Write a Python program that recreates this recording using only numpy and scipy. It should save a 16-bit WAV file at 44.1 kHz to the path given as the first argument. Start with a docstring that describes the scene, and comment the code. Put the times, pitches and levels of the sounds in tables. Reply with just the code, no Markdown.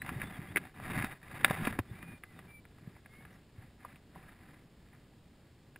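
"""A jacket sleeve brushes a cased chest camera as an angler casts a fly line on a quiet river.
Folds and tackle tick against the case, the mount rumbles and bumps; then the arm settles.
Birds whistle from the far bank. The camera's low sampling rate mirrors a thin fizz into the treble."""
import sys
import numpy as np
from scipy import signal
from scipy.fft import rfft, irfft
from scipy.io import wavfile
from scipy.ndimage import map_coordinates

SR = 44100
rng = np.random.default_rng(int(sys.argv[2]) if len(sys.argv) > 2 else 0)


def store_wav(level_fs):
    """Save 16-bit WAV to argv[1]."""
    pcm = np.round(np.clip(np.atleast_2d(level_fs), -1, 1) * 32767)
    wavfile.write(sys.argv[1], SR, pcm.T.astype(np.int16))


N = 255339
TIME_S = np.arange(N) / SR


def sleeve(slide_db, gain_db=3, smooth_db=3.5, flutter_db=3.0, crinkle_db=-6.5):
    """Weave catches and slips over a friction hiss; tiny creases buckle and ring."""
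    # hz, density_db
    cloth_spectrum = [(150, -13), (450, -12), (800, -5), (1450, -3), (1950, 2.5), (2600, -2.5),
                      (3500, -2.5), (5500, -12)]
    weave = slips(per_s=660, size_db=-1.5) + from_db(smooth_db) * rng.standard_normal(N)
    friction = unit_rms(colour(weave * from_db(flutter_db * drift(110)), cloth_spectrum))
    crinkle = unit_rms(resonate(slips(per_s=320, size_db=2.0), hz=1950, width_hz=560))
    rustle = through_case(friction + from_db(crinkle_db) * crinkle)
    return from_db(slide_db + gain_db) * unit_rms(rustle)


def arm(rest_slide_db=-79, rest_drag_db=-66.5, brake_s=0.12):
    """Slide and drag levels in dB follow arm speed; overlapping strokes add in power."""
    # start_s, rise_s, hold_s, slide_db, drag_db
    strokes = [ (-.01, 0.091, 0.17, -51, -45.5), (.25, 0.098, 0.11, -54, -51.5),
               (.46, 0.059, 0.095, -60, -50), (.61, 0.023, 0.011, -53.5, -64),
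               (0.728, 0.27, .02, -42.5, -40.5), (1.06, 0.028, 0.021, -51, -56.5),
               (1.189, 0.33, 0.15, -45, -46.5), (1.58, 0.043, 0.13, -53, -42.5),
               (1.79, 0.13, 0.21, -60.5, -55.5), (2.2, .17, 0.11, -65, -61), (2.72, 0.11, 0.14, -69.5, -59),
               (3.02, 0.17, 0.17, -66, -60.5), (3.53, 0.05, 0.07, -68, -61.5),
               (3.77, 0.069, 0.083, -62.5, -58.5), (4.09, 0.086, .16, -64.5, -64),
               (4.35, 0.053, 0.16, -65, -62.5), (4.68, 0.27, 0.037, -71.5, -70.5)]
    power = from_db([[rest_slide_db], [rest_drag_db]]) ** 2
    for start_s, rise_s, hold_s, slide_db, drag_db in strokes:
        age_s = TIME_S - start_s
        rise = np.clip(age_s / rise_s, 0, 1)
        brake = np.clip(1 - (age_s - rise_s - hold_s) / brake_s, 0, 1) ** 2
        power = power + (from_db([[slide_db], [drag_db]]) * rise * brake) ** 2
    return 10 * np.log10(power)


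def snaps(crease_rows, strain_s=0.0013, scrape_t60_s=0.032, crack_db=-5.5):
    """Folds, tackle and creases strain, release with a damped ring and scrape on the case."""
    # release_s, peak_db (before the case), centre_hz, width_hz
    folds_and_tackle = [ (.019, -30, 1930, 640), (.0635, -32, 1880, 1390), (.092, -26, 2030, 1600),
                        (.217, -25.5, 2070, 950), (.56, -17, 2060, 330), (.570, -16, 2160, 710),
                        (.575, -18.5, 2390, 1400), (.800, -39, 1030, 1010), (.917, -31.5, 2170, 1100),
                        (.9775, -27, 2080, 1400), (.990, -26.5, 2000, 1400), (1.0244, -23, 1930, 1300),
                        (1.045, -22.5, 1970, 1690), (1.23, -41, 2120, 1400), (1.314, -38, 1590, 1490),
                        (1.4462, -5, 1950, 850), (1.4468, -9.5, 3360, 750), (1.449, -14, 1720, 1190),
                        (1.5, -24.5, 1930, 1190), (1.5096, -19.5, 1360, 1510), (1.651, -21.5, 2900, 1100),
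                        (1.672, -19, 1710, 1412), (1.7263, -30.5, 1649, 1300), (1.790, -20.5, 1500, 1970),
                        (2.028, -34.5, 1950, 800), (2.2368, -34.5, 1900, 750), (2.391, -39, 1510, 2600),
                        (2.653, -46.5, 1860, 1194), (2.785, -47, 1960, 2000), (2.966, -48, 1060, 1200),
                        (3.060, -42.5, 2100, 840), (3.252, -41.5, 1680, 1800), (3.8495, -37, 1040, 540),
                        (3.959, -42.5, 2550, 900), (4.159, -43, 950, 360), (5.7602, -40.5, 1940, 900)]
    out, lead = np.zeros(N), SR // 100
    age_s = TIME_S[:SR // 10] - TIME_S[lead]
    swell = np.exp(np.minimum(age_s, 0) / strain_s) * from_db(-60 * np.maximum(age_s, 0) / scrape_t60_s)
    for release_s, peak_db, hz, width_hz in list(folds_and_tackle) + crease_rows:
        crack = resonate(signal.unit_impulse(len(age_s), lead), hz, width_hz)
        tick = resonate(crack, hz, width_hz) + from_db(crack_db) * crack
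        tick *= from_db(peak_db) / np.abs(tick).max()
        grit = resonate(rng.standard_normal(len(age_s)), hz, 2 * width_hz)
        scrape = unit_rms(resonate(grit, hz, 2 * width_hz))
        scrape_db = min(peak_db - 10.5, -25)   # cloth can scrape only so loud
        add(out, release_s + age_s[0], tick + from_db(scrape_db) * swell * scrape)
    return through_case(out)


def creases(slide_db, per_s=10, lift_db=11, spread_db=2.5, hz=1978, spread_oct=0.19, width_hz=1400):
    """Small creases give way at random, as strongly as the cloth slides; rows for snaps()."""
    scatter = rng.standard_normal((200, 2))
    times_s = np.cumsum(rng.exponential(1, len(scatter))) / per_s
    rows = []
    for release_s, (size, pitch) in zip(times_s, scatter):
        if release_s < TIME_S[-1]:
            peak_db = np.interp(release_s, TIME_S, slide_db) + lift_db + spread_db * size
            rows.append((release_s, peak_db, hz * 2 ** (spread_oct * pitch), width_hz))
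    return rows


def through_case(x):
    """Contact rings the case's resonances; its wall dulls the sound."""
    # centre_hz, width_hz, lift_db
    case_modes = [(587, 40, 3), (762, 45, 7), (1000, 45, 4), (1200, 45, 5), (1370, 55, 3), (1670, 80, 6),
                  (2020, 120, 3), (2420, 160, 2), (2740, 140, 3), (3760, 200, 9), (4550, 220, 4),
                  (5250, 200, 3)]
    # hz, gain_db
    wall_response = [(100, 18.5), (2500, -3), (3050, -9), (3750, -12), (4100, -20.5), (4600, -10.5),
                     (5300, -13), (5800, -19.5)]
    for hz, width_hz, lift_db in case_modes:
        x = x + (from_db(lift_db) - 1) * resonate(x, hz, width_hz)
    return colour(x, wall_response)


def mount_bumps():
    """The mount bumps the chest; each push swells and dies in two or three swings."""
    # start_s, peak_db, pitch_hz
    pushes = [ (.162, -30, 134), (.390, -33, 154), (.561, -27.5, 368), (.574, -30, 340), (.974, -28, 164),
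              (1.040, -28, 230), (1.505, -24.5, 163), (1.62, -29, 172), (1.673, -23.5, 254),
              (1.789, -23, 265), (1.794, -28, 101), (1.912, -34, 118), (2.031, -40.5, 166),
              (2.874, -35.5, 165), (3.582, -42, 99.5), (4.165, -43.5, 165)]
    out, age_s = np.zeros(N), TIME_S[:SR // 10]
    for start_s, peak_db, pitch_hz in pushes:
        half_swings = 2 * age_s * pitch_hz
        swell = half_swings * np.exp(1 - half_swings)
        add(out, start_s, -from_db(peak_db) * swell * np.sin(np.pi * half_swings))
    return out


def mount_drag(drag_db, gain_db=1.5, lumpy_db=2.5):
    """Cloth pulls on the mount and shakes the camera: a lumpy rumble."""
    # hz, density_db
    drag_spectrum = [(20, -12.5), (40, -13.5), (65, -6), (135, 1.5), (260, -5.5), (400, -13), (700, -41.5),
                     (2000, -67)]
    rumble = colour(rng.standard_normal(N), drag_spectrum) * from_db(lumpy_db * drift(50))
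    return from_db(drag_db + gain_db) * unit_rms(rumble)


def birds(arch_depth=0.016, waver_depth=0.0081, shimmer_db=2.0, echo_db=-29.0, decay_db_per_s=150):
    """Pure arched whistles, unsteady with distance, echoed by the wooded bank."""
    # start_s, length_s, pitch_hz, glide_hz, level_db
    notes = [ (-.02, .065, 3950, 550, -62), (.232, .07, 3500, 190, -61), (.328, .048, 3330, -370, -63),
             (.472, .04, 3300, 350, -68), (1.868, .05, 3480, 350, -73), (1.945, .08, 2340, 160, -63),
             (1.99, .2, 2440, 10, -60.5), (2.24, .11, 2020, -120, -66), (2.36, .05, 3550, -500, -73),
             (2.472, .132, 2348, -35, -56.5), (2.88, .04, 3600, 400, -76), (3.09, .16, 2180, 70, -61),
             (3.095, .035, 3560, 350, -75), (3.315, .055, 5520, -600, -81)]
    song, waver = np.zeros(N), 1 + waver_depth * drift(160)
    for start_s, length_s, pitch_hz, glide_hz, level_db in notes:
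        on = (TIME_S > start_s) & (TIME_S < start_s + length_s)
        along = (TIME_S[on] - start_s) / length_s
        arch = 1 - arch_depth * (2 * along - 1) ** 2
        hz = (pitch_hz + glide_hz * (along - .5)) * arch * waver[on]
        swell = np.sqrt(2 * np.abs(np.sin(np.pi * along ** 1.1)))
        song[on] += from_db(level_db) * swell * np.sin(2 * np.pi * np.cumsum(hz) / SR)
    age_s = TIME_S[:SR // 2]
    tail = rng.standard_normal(len(age_s)) * from_db(-decay_db_per_s * age_s)
    echo = signal.fftconvolve(song, unit_rms(tail) / np.sqrt(len(tail)))[:N]
    return song * from_db(shimmer_db * drift(60)) + from_db(echo_db) * echo


def river_air(level_db=-61):
    """Steady low outdoor hush."""
    # hz, density_db
    air_spectrum = [(20, -5.5), (70, 1.5), (200, -4.5), (500, -13.5), (1000, -21), (2000, -25.5),
                    (3000, -24.5), (5200, -28), (5900, -38)]
    return from_db(level_db) * unit_rms(colour(rng.standard_normal(N), air_spectrum))


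def channel_hiss(level_db=-77.5):
    """Faint hiss, independent in each channel."""
    # hz, density_db
    hiss_spectrum = [(18, -36), (30, -4), (71, 0.5), (204, -3), (338, -3.5), (912, -18.5), (4550, -13.5),
                     (5310, -14.5), (5800, -18.5), (7540, -65), (12800, -120)]
    channels = [unit_rms(colour(noise, hiss_spectrum)) for noise in rng.standard_normal((2, N))]
    return from_db(level_db) * np.array(channels)


def from_db(db):
    """Decibels to gain."""
    return 10 ** (np.asarray(db) / 20)


def unit_rms(x):
    """Scale to rms 1."""
    return x / np.sqrt(np.mean(x ** 2) + 1e-20)


def drift(knots_per_s):
    """Random wander; rms 1."""
    knots = rng.standard_normal(8000)
    return unit_rms(map_coordinates(knots, [TIME_S * knots_per_s], order=1, mode="wrap"))


def slips(per_s, size_db):
    """Random impulses, sizes spread over three steps of size_db; rms 1."""
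    sizes = from_db(size_db * np.minimum(rng.exponential(1, N), 3))
    signs = rng.choice([-1, 1], N)
    return unit_rms(sizes * signs * (rng.random(N) < per_s / SR))


def colour(x, spectrum, size=8192):
    """Minimum-phase filter from rows of hz, gain_db."""
    hz, gain_db = np.transpose(spectrum)
    grid_hz = np.maximum(np.fft.rfftfreq(size, 1 / SR), 1)
    gain = from_db(np.interp(np.log(grid_hz), np.log(hz), gain_db))
    cepstrum = irfft(np.log(gain))
    cepstrum[1:size // 2] *= 2
    cepstrum[size // 2 + 1:] = 0
    impulse = irfft(np.exp(rfft(cepstrum)))[:size // 2]
    return signal.oaconvolve(x, impulse)[:N]


def resonate(x, hz, width_hz):
    """Two-pole resonance, peak gain 1."""
    return signal.lfilter(*signal.iirpeak(hz, hz / width_hz, fs=SR), x + 1e-18)


def add(track, start_s, sound):
    """Mix a short sound in at start_s."""
    start = max(round(start_s * SR), 0)
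    track[start:start + len(sound)] += sound[:max(N - start, 0)]


def scene():
    """All sources reach one microphone; only the hiss is stereo."""
    slide_db, drag_db = arm()
    background = river_air() + channel_hiss()
    mono = sleeve(slide_db) + mount_drag(drag_db) + mount_bumps() + birds() + snaps(creases(slide_db))
    return mono + background


def record(dry, band_hz=5850, sample_hz=12000, output_hz=48000, cutoff_hz=15600):
    """Slow sample-and-hold mirrors the sound on both sides of the sampling rate."""
    narrow = signal.sosfilt(signal.ellip(10, .2, 70, band_hz, fs=SR, output="sos"), dry)
    mirrored = narrow * (1 + 2 * np.cos(2 * np.pi * sample_hz * TIME_S))
    hz = np.fft.rfftfreq(N, 1 / SR)
    hold_droop = np.sinc(hz / sample_hz) / np.sinc(hz / output_hz)
    held = irfft(rfft(mirrored) * hold_droop, N)
    return signal.sosfilt(signal.ellip(10, .2, 70, cutoff_hz, fs=SR, output="sos"), held)


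dry = scene()
out = record(dry)
store_wav(out)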